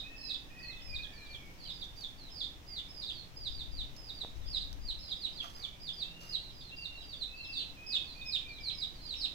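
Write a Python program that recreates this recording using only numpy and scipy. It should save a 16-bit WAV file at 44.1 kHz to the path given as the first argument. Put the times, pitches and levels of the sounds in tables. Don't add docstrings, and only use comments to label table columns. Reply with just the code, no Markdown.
import sys
import numpy as np
from scipy import signal
from scipy.fft import rfft, irfft
from scipy.io import wavfile
from scipy.ndimage import uniform_filter1d

SR = 44100
rng = np.random.default_rng(int(sys.argv[2]) if len(sys.argv) > 2 else 0)


def bounce(signal):
    frames = np.transpose(np.atleast_2d(signal))
    limited = np.clip(frames, -1, 1)
    pcm = np.round(limited * 32767).astype(np.int16)
    wavfile.write(sys.argv[1], SR, pcm)


N = 411894
SCOOP_S = 0.011


def undb(db):
    return 10 ** (np.asarray(db) / 20)


def unit(x):
    return x / np.sqrt(np.mean(x ** 2) + 1e-20)


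def add(track, start_s, x):
    i = int(start_s * SR)
    x, i = x[..., max(-i, 0):], max(i, 0)
    track[..., i:i + x.shape[-1]] += x[..., :max(N - i, 0)]


def on_log_axis(points):
    hz, value = np.transpose(points)
    return np.interp(np.log(np.arange(N // 2 + 1) * SR / N + 1), np.log(hz), value)


def colour(x, points):
    return irfft(rfft(x) * unit(undb(on_log_axis(points))), N)


def walk(n, per_s):
    return np.interp(np.arange(n) * per_s / SR, np.arange(400), rng.standard_normal(400))


def yard(x, early_db, tail_db, t60, right_db, early_s=0.026, count=16, right_lag_s=0.00048):
    t = np.arange(int(0.6 * SR)) / SR
    channels = []
    for delay, side in ((0, -0.5), (int(right_lag_s * SR), 0.5)):
        bounces = np.zeros(len(t))
        lag = (np.arange(count) + rng.random(count)) / count
        np.add.at(bounces, (lag * early_s * SR).astype(int), rng.choice([-1, 1], count) * np.exp(-lag))
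        build_up = 1 - np.exp(-2 * t / early_s)
        tail = rng.standard_normal(len(t)) * np.exp(-np.log(1000) * t / t60) * build_up
        response = undb(early_db) * bounces / np.linalg.norm(bounces)
        response += undb(tail_db) * tail / np.linalg.norm(tail)
        response[delay] += 1
        response /= np.linalg.norm(response)
        channels.append(undb(side * right_db) * signal.fftconvolve(x, response))
    return np.array(channels)[:, :N]


def outdoor_murmur(level_db=-53, swell_db=0.5):
    # frequency in Hz, relative level in dB.
    spectrum = [(15, 2), (25, 1.5), (160, -11.5), (233, -14.5), (313, -15), (421, -20), (648, -20.5),
                (1450, -29), (3000, -26.5), (4040, -30), (4750, -31.5), (5280, -29), (8810, -42.5),
                (15500, -40)]
    # frequency in Hz, correlation of left and right.
    correlation = [(40, 0.62), (130, 0.87), (290, 0.69), (640, 0.5), (1400, -0.35), (3000, 0.027)]
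    likeness = np.clip(on_log_axis(correlation), -0.9, 0.95)
    mid = colour(rng.standard_normal(N), spectrum)
    side = colour(rng.standard_normal(N), spectrum)
    side = irfft(rfft(side) * np.sqrt((1 - likeness) / (1 + likeness)), N)
    return np.array([mid + side, mid - side]) * undb(level_db + swell_db * walk(N, 2.98))


def far_machinery(swell_db=5.5, drift=0.01586):
    # frequency in Hz, level in dB.
    tones = [(124, -69), (170, -70), (277, -72)]
    hum = np.zeros(N)
    for hz, db in tones:
        swell = undb(db + swell_db * walk(N, 3.4))
        wavering_hz = hz * (1 + drift * walk(N, 8))
        hum += swell * np.sin(2 * np.pi * np.cumsum(wavering_hz) / SR)
    return hum


def wind(breeze_db=-61.5, left_db=4, right_db=-9):
    # time of the peak in seconds, swell in seconds, relative peak level in dB.
    gusts = [(.95, 0.081, -45), (3.499, 0.11, -46), (3.8, 0.14, -43.5), (4.44, 0.11, -42.5),
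             (4.802, 0.18, -43)]
    rumble_hz_db = [(8, -4), (25, -5.5), (55, -6), (110, -21.5), (250, -39), (1000, -63), (4000, -98)]
    eddies = colour(rng.standard_normal((2, N)), rumble_hz_db)
    t = np.arange(N) / SR
    puffs = sum(undb(db) * np.exp(-((t - peak_s) / swell_s) ** 2) for peak_s, swell_s, db in gusts)
    return eddies * (undb(breeze_db) + puffs) * undb([[left_db], [right_db]])


def whistles(notes, waver, flutter_db=4, rise_hz_per_s2=1450, sag_hz=47.2):
    out = np.zeros(N)
    for start, length, middle_hz, db in notes:
        n = int(length * SR)
        progress = np.linspace(0, 1, n)
        arch = np.polyfit([0, 0.5, 1], [-rise_hz_per_s2 * length ** 2, 0, -sag_hz], 2)
        hz = (middle_hz + np.polyval(arch, progress)) * (1 + waver * walk(n, 130))
        level = undb(db + flutter_db * walk(n, 60))
        swell = np.abs(np.sin(np.pi * progress)) ** 0.29
        add(out, start, np.sqrt(2) * level * swell * np.sin(2 * np.pi * np.cumsum(hz) / SR))
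    return out


def other_birds(gain_db=2):
    # start in seconds, length in seconds, mid-note pitch in Hz, relative level in dB.
    phrases = [(.03, .31, 2613, -53), (.505, 0.3, 2578, -56), (.875, 0.19, 2466, -54),
               (1.125, 0.26, 2380, -59), (1.39, .14, 2226, -61), (6.03, 0.36, 2805, -59),
               (6.69, 0.3, 2792, -53.5), (7.28, 0.3, 2668, -52), (7.77, .28, 2563, -53.5),
               (8.15, 0.19, 2500, -52.5), (8.415, 0.12, 2413, -53.5), (8.58, 0.088, 2317, -56.5),
               (8.72, 0.12, 2230, -65)]
    far_calls = [(0, 0.29, 1820, -69), (.42, .46, 1983, -63), (.93, 0.36, 1740, -65.5),
                 (2.66, .12, 2070, -73), (2.78, 0.136, 2345, -68), (5.6, 0.17, 2335, -66.5)]
    near = yard(whistles(phrases, waver=0.013), early_db=-3, tail_db=-1.5, t60=0.73, right_db=2.5)
    far = yard(whistles(far_calls, waver=0.0339), early_db=-2.5, tail_db=1, t60=0.81, right_db=4.5)
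    return undb(gain_db) * (near + far)


def knocks():
    # start in seconds, relative level in dB.
    blows = [(4.237, -53), (4.248, -44.5)]
    # frequency in Hz, seconds to die away by 60 dB, relative level in dB.
    modes = [(480, 0.22, -13.5), (715, 0.0064, 12.5), (910, 0.011, -6), (1270, 0.018, -18),
             (1750, .03, -17)]
    out, t = np.zeros(N), np.arange(SR // 5) / SR
    ring = sum(undb(db) * np.sin(2 * np.pi * hz * t) * np.exp(-np.log(1000) * t / t60)
               for hz, t60, db in modes)
    for start, db in blows:
        add(out, start, undb(db) * ring)
    return out


def grains(n, spread_db):
    return rng.standard_normal(n) * undb(spread_db * np.minimum(rng.exponential(size=n), 5))


def cat_chewing(softest_db=-93, range_db=8, per_s=4, decay_s=0.0084):
    ticks, t = np.zeros(N), np.arange(SR // 20) / SR
    for when, size in rng.random((120, 2))[:int(per_s * N / SR)]:
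        tick = unit(grains(len(t), spread_db=4)) * np.exp(-t / decay_s)
        add(ticks, when * N / SR, tick * undb(softest_db + range_db * size))
    wet_ticks = colour(ticks, [(1500, -25), (6000, -4), (9000, -17), (14000, 4), (16000, 2)])
    return yard(wet_ticks, early_db=-10, tail_db=-11, t60=0.3, right_db=9)


def cat_bites():
    # start in seconds, length in seconds, crackle level in dB, scrape against crackle in dB.
    bites = [(1.841, 0.016, -61, -11), (1.958, 0.16, -65, -24), (2.008, .005, -51, -24),
             (3.965, .005, -54, -25), (4.357, 0.053, -70, -20), (4.728, 0.0042, -48.5, -30),
             (5.12, 0.011, -62, -30), (5.427, 0.18, -60, -5), (5.439, 0.036, -65, 14.5),
             (5.561, 0.15, -64, 1), (6.205, 0.15, -59, -6.5), (8.248, .008, -60, -18)]
    # frequency in Hz, relative level in dB.
    crackle_spectrum = [(1000, -5), (2800, 0.5), (4000, 8.5), (5800, 9), (8500, -8), (12000, -2),
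                        (15500, -8)]
    bowl_spectrum = [(300, -46), (600, 9), (900, 5), (1200, 14), (1600, 0), (3000, -10), (6000, -41)]
    cracks, scrapes = np.zeros(N), np.zeros(N)
    for start, length, db, bowl_db in bites:
        n = int(length * SR)
        crunch = unit(grains(n, spread_db=5) * np.linspace(1, 0.3, n))
        add(cracks, start, crunch * undb(db))
        add(scrapes, start, crunch * undb(db + bowl_db))
    eating = colour(cracks, crackle_spectrum) + colour(scrapes, bowl_spectrum)
    return yard(eating, early_db=-10, tail_db=-11, t60=0.3, right_db=5)


def chick_voice(corners_s, pitches_hz, levels_db):
    flutter_db, rasp_db, second_db, third_db = 2.5, -27, -30, -43
    quiver, wander, scoop_depth = 0.018, 0.008, 0.1015
    attack_s, release_s = 0.014, 0.0015
    n = int((SCOOP_S + corners_s[-1]) * SR)
    t = np.arange(n) / SR
    push = undb(np.interp(t - SCOOP_S, corners_s, levels_db) + flutter_db * walk(n, 218.8))
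    hz = uniform_filter1d(np.interp(t - SCOOP_S, corners_s, pitches_hz), size=160, mode="nearest")
    shake = quiver * np.sqrt(push) * walk(n, 450) + wander * walk(n, 70.6)
    scoop = scoop_depth * np.maximum(1 - t / (2 * SCOOP_S), 0) ** 2
    phase = 2 * np.pi * np.cumsum(hz * (1 + shake - scoop)) / SR
    tone = np.sin(phase) + undb(second_db) * np.sin(2 * phase) + undb(third_db) * np.sin(3 * phase)
    rasp = 1 + undb(rasp_db) * unit(uniform_filter1d(rng.standard_normal(SR // 2), size=12))[:n]
    gate = np.minimum(t / attack_s, 1) * np.minimum((t[-1] - t) / release_s, 1)
    return np.sqrt(2) * push * tone * rasp * gate


def slur(length_s, top_hz):
    # share of the length, share of the top pitch, relative level in dB.
    contour = [(0, 1, -7.5), (.37, 0.88, -4), (0.809, .848, -1.5), (1, 0.65, -6)]
    when, pitch, db = np.transpose(contour)
    return chick_voice(length_s * when, top_hz * pitch, db)


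def peep(glide_s, fall_s, top_hz, shelf_hz, break_ratio=0.915, sag=0.0457):
    octave_fall_s, lowest_hz = 0.0645, 2313
    corners_s = np.append(0, glide_s + fall_s * np.array([0, 0.32, 0.75, 1]))
    edge_hz = shelf_hz * (1 - sag)
    end_hz = max(edge_hz / 2 ** ((fall_s / octave_fall_s) ** 2), lowest_hz)
    pitches_hz = [top_hz, top_hz * break_ratio, shelf_hz * (1 + sag), edge_hz, end_hz]
    return chick_voice(corners_s, pitches_hz, levels_db=[-20, -14, -6, 0, -22])


def chicks(peep_gain_db=5.5, slur_gain_db=6):
    # start, glide and fall in seconds, top and shelf pitch in Hz, relative peak level in dB.
    peeps = [(-0.093, 0.046, 0.039, 5224.0, 3910, -39), (0.171, 0.12, 0.027, 5342.0, 3800, -37),
             (0.247, 0.07, 0.036, 5042.0, 3715, -39), (0.813, 0.13, 0.029, 5208.0, 3790, -40.5),
             (0.97, 0.052, 0.033, 4722.0, 3562.0, -46), (1.262, 0.064, 0.031, 4722.0, 3460, -47),
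             (1.621, 0.057, 0.034, 4898.0, 3770, -40.5), (1.7, 0.11, 0.026, 5046.0, 3700, -43.5),
             (1.969, 0.06, 0.023, 4826.0, 3580, -40.5), (2.306, 0.12, 0.027, 5190.0, 3726, -40.5),
             (2.341, 0.06, 0.024, 4804.0, 3525, -39), (2.672, 0.083, 0.041, 4996.0, 3706, -38.5),
             (2.884, 0.13, 0.031, 5200.0, 3750, -40.5), (3.002, 0.058, 0.052, 5078.0, 3810, -40.5),
             (3.367, 0.078, 0.04, 5050.0, 3860, -37), (3.468, 0.12, 0.03, 4996.0, 3730, -40),
             (3.714, 0.06, 0.047, 4956.0, 3847, -40), (3.962, 0.126, 0.022, 5222.0, 3840, -41.6),
             (4.132, 0.066, 0.032, 4872.0, 3830, -40.5), (4.463, 0.065, 0.05, 5042.0, 3860, -36),
             (4.486, 0.12, 0.024, 5188.0, 3900, -39.5), (4.821, 0.048, 0.049, 5056.0, 4120, -41.3),
             (4.99, 0.11, 0.033, 5240.0, 3776, -39), (5.159, 0.051, 0.065, 5128.0, 3984, -40.5),
             (5.326, 0.045, 0.051, 4998.0, 3400, -42), (5.547, 0.072, 0.039, 5006.0, 3660, -42),
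             (5.806, 0.058, 0.039, 5074.0, 3610, -39.5), (5.928, 0.073, 0.039, 5042.0, 3894, -36.5),
             (6.273, 0.046, 0.049, 5136.0, 4043, -37.5), (6.516, 0.089, 0.012, 5158.0, 3616.0, -47.5),
             (6.76, 0.079, 0.028, 4898.0, 3860, -40), (7.018, 0.098, 0.032, 4946.0, 3670, -43.5),
             (7.161, 0.043, 0.039, 4784.0, 3940, -40.5), (7.446, 0.076, 0.087, 5242.0, 3620, -39.5),
             (7.524, 0.048, 0.056, 4942.0, 4025, -37.5), (7.869, 0.049, 0.049, 5170.0, 3692, -31.5),
             (8.085, 0.12, 0.018, 4866.0, 3720, -49), (8.262, 0.048, 0.06, 5298.0, 3820, -32.5),
             (8.604, 0.037, 0.071, 5138.0, 4060, -37), (8.731, 0.072, 0.045, 5280.0, 3864, -37),
             (9.024, 0.064, 0.06, 5045.0, 3856, -39), (9.158, 0.042, 0.065, 5518.0, 3980, -35)]
    # start and length in seconds, top pitch in Hz, relative level in dB.
    slurs = [(.182, .12, 4770, -58), (0.592, 0.14, 4950, -52.5), (0.742, 0.068, 4135, -58),
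             (1.13, 0.15, 4720, -59.5), (1.589, .1, 4790, -57), (1.644, 0.037, 3530, -55),
             (2.181, 0.12, 4610, -57.5), (3.123, 0.11, 4960, -53), (4.414, .07, 4040, -63),
             (5.005, .094, 4710, -56), (6.419, 0.092, 4642, -54), (6.604, .11, 4760, -56),
             (6.95, 0.08, 4520, -53.5), (7.352, .11, 4795, -53.5), (8.049, 0.086, 4830, -53.5),
             (8.484, .11, 4610, -54), (8.929, 0.16, 4850, -59.5)]
    calls = [(start, undb(db + peep_gain_db) * peep(*shape)) for start, *shape, db in peeps]
    calls += [(start, undb(db + slur_gain_db) * slur(*shape)) for start, *shape, db in slurs]
    out = np.zeros((2, N))
    for start, call in calls:
        add(out, start - SCOOP_S, yard(call, early_db=3, tail_db=1.5, t60=0.33, right_db=7))
    return out


def scene():
    animals = chicks() + other_birds() + cat_bites() + cat_chewing()
    return animals + knocks() + outdoor_murmur() + far_machinery() + wind()


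def record(dry):
    return signal.sosfilt(signal.ellip(10, 0.2, 60, 15800, fs=SR, output="sos"), dry)


dry = scene()
out = record(dry)
bounce(out)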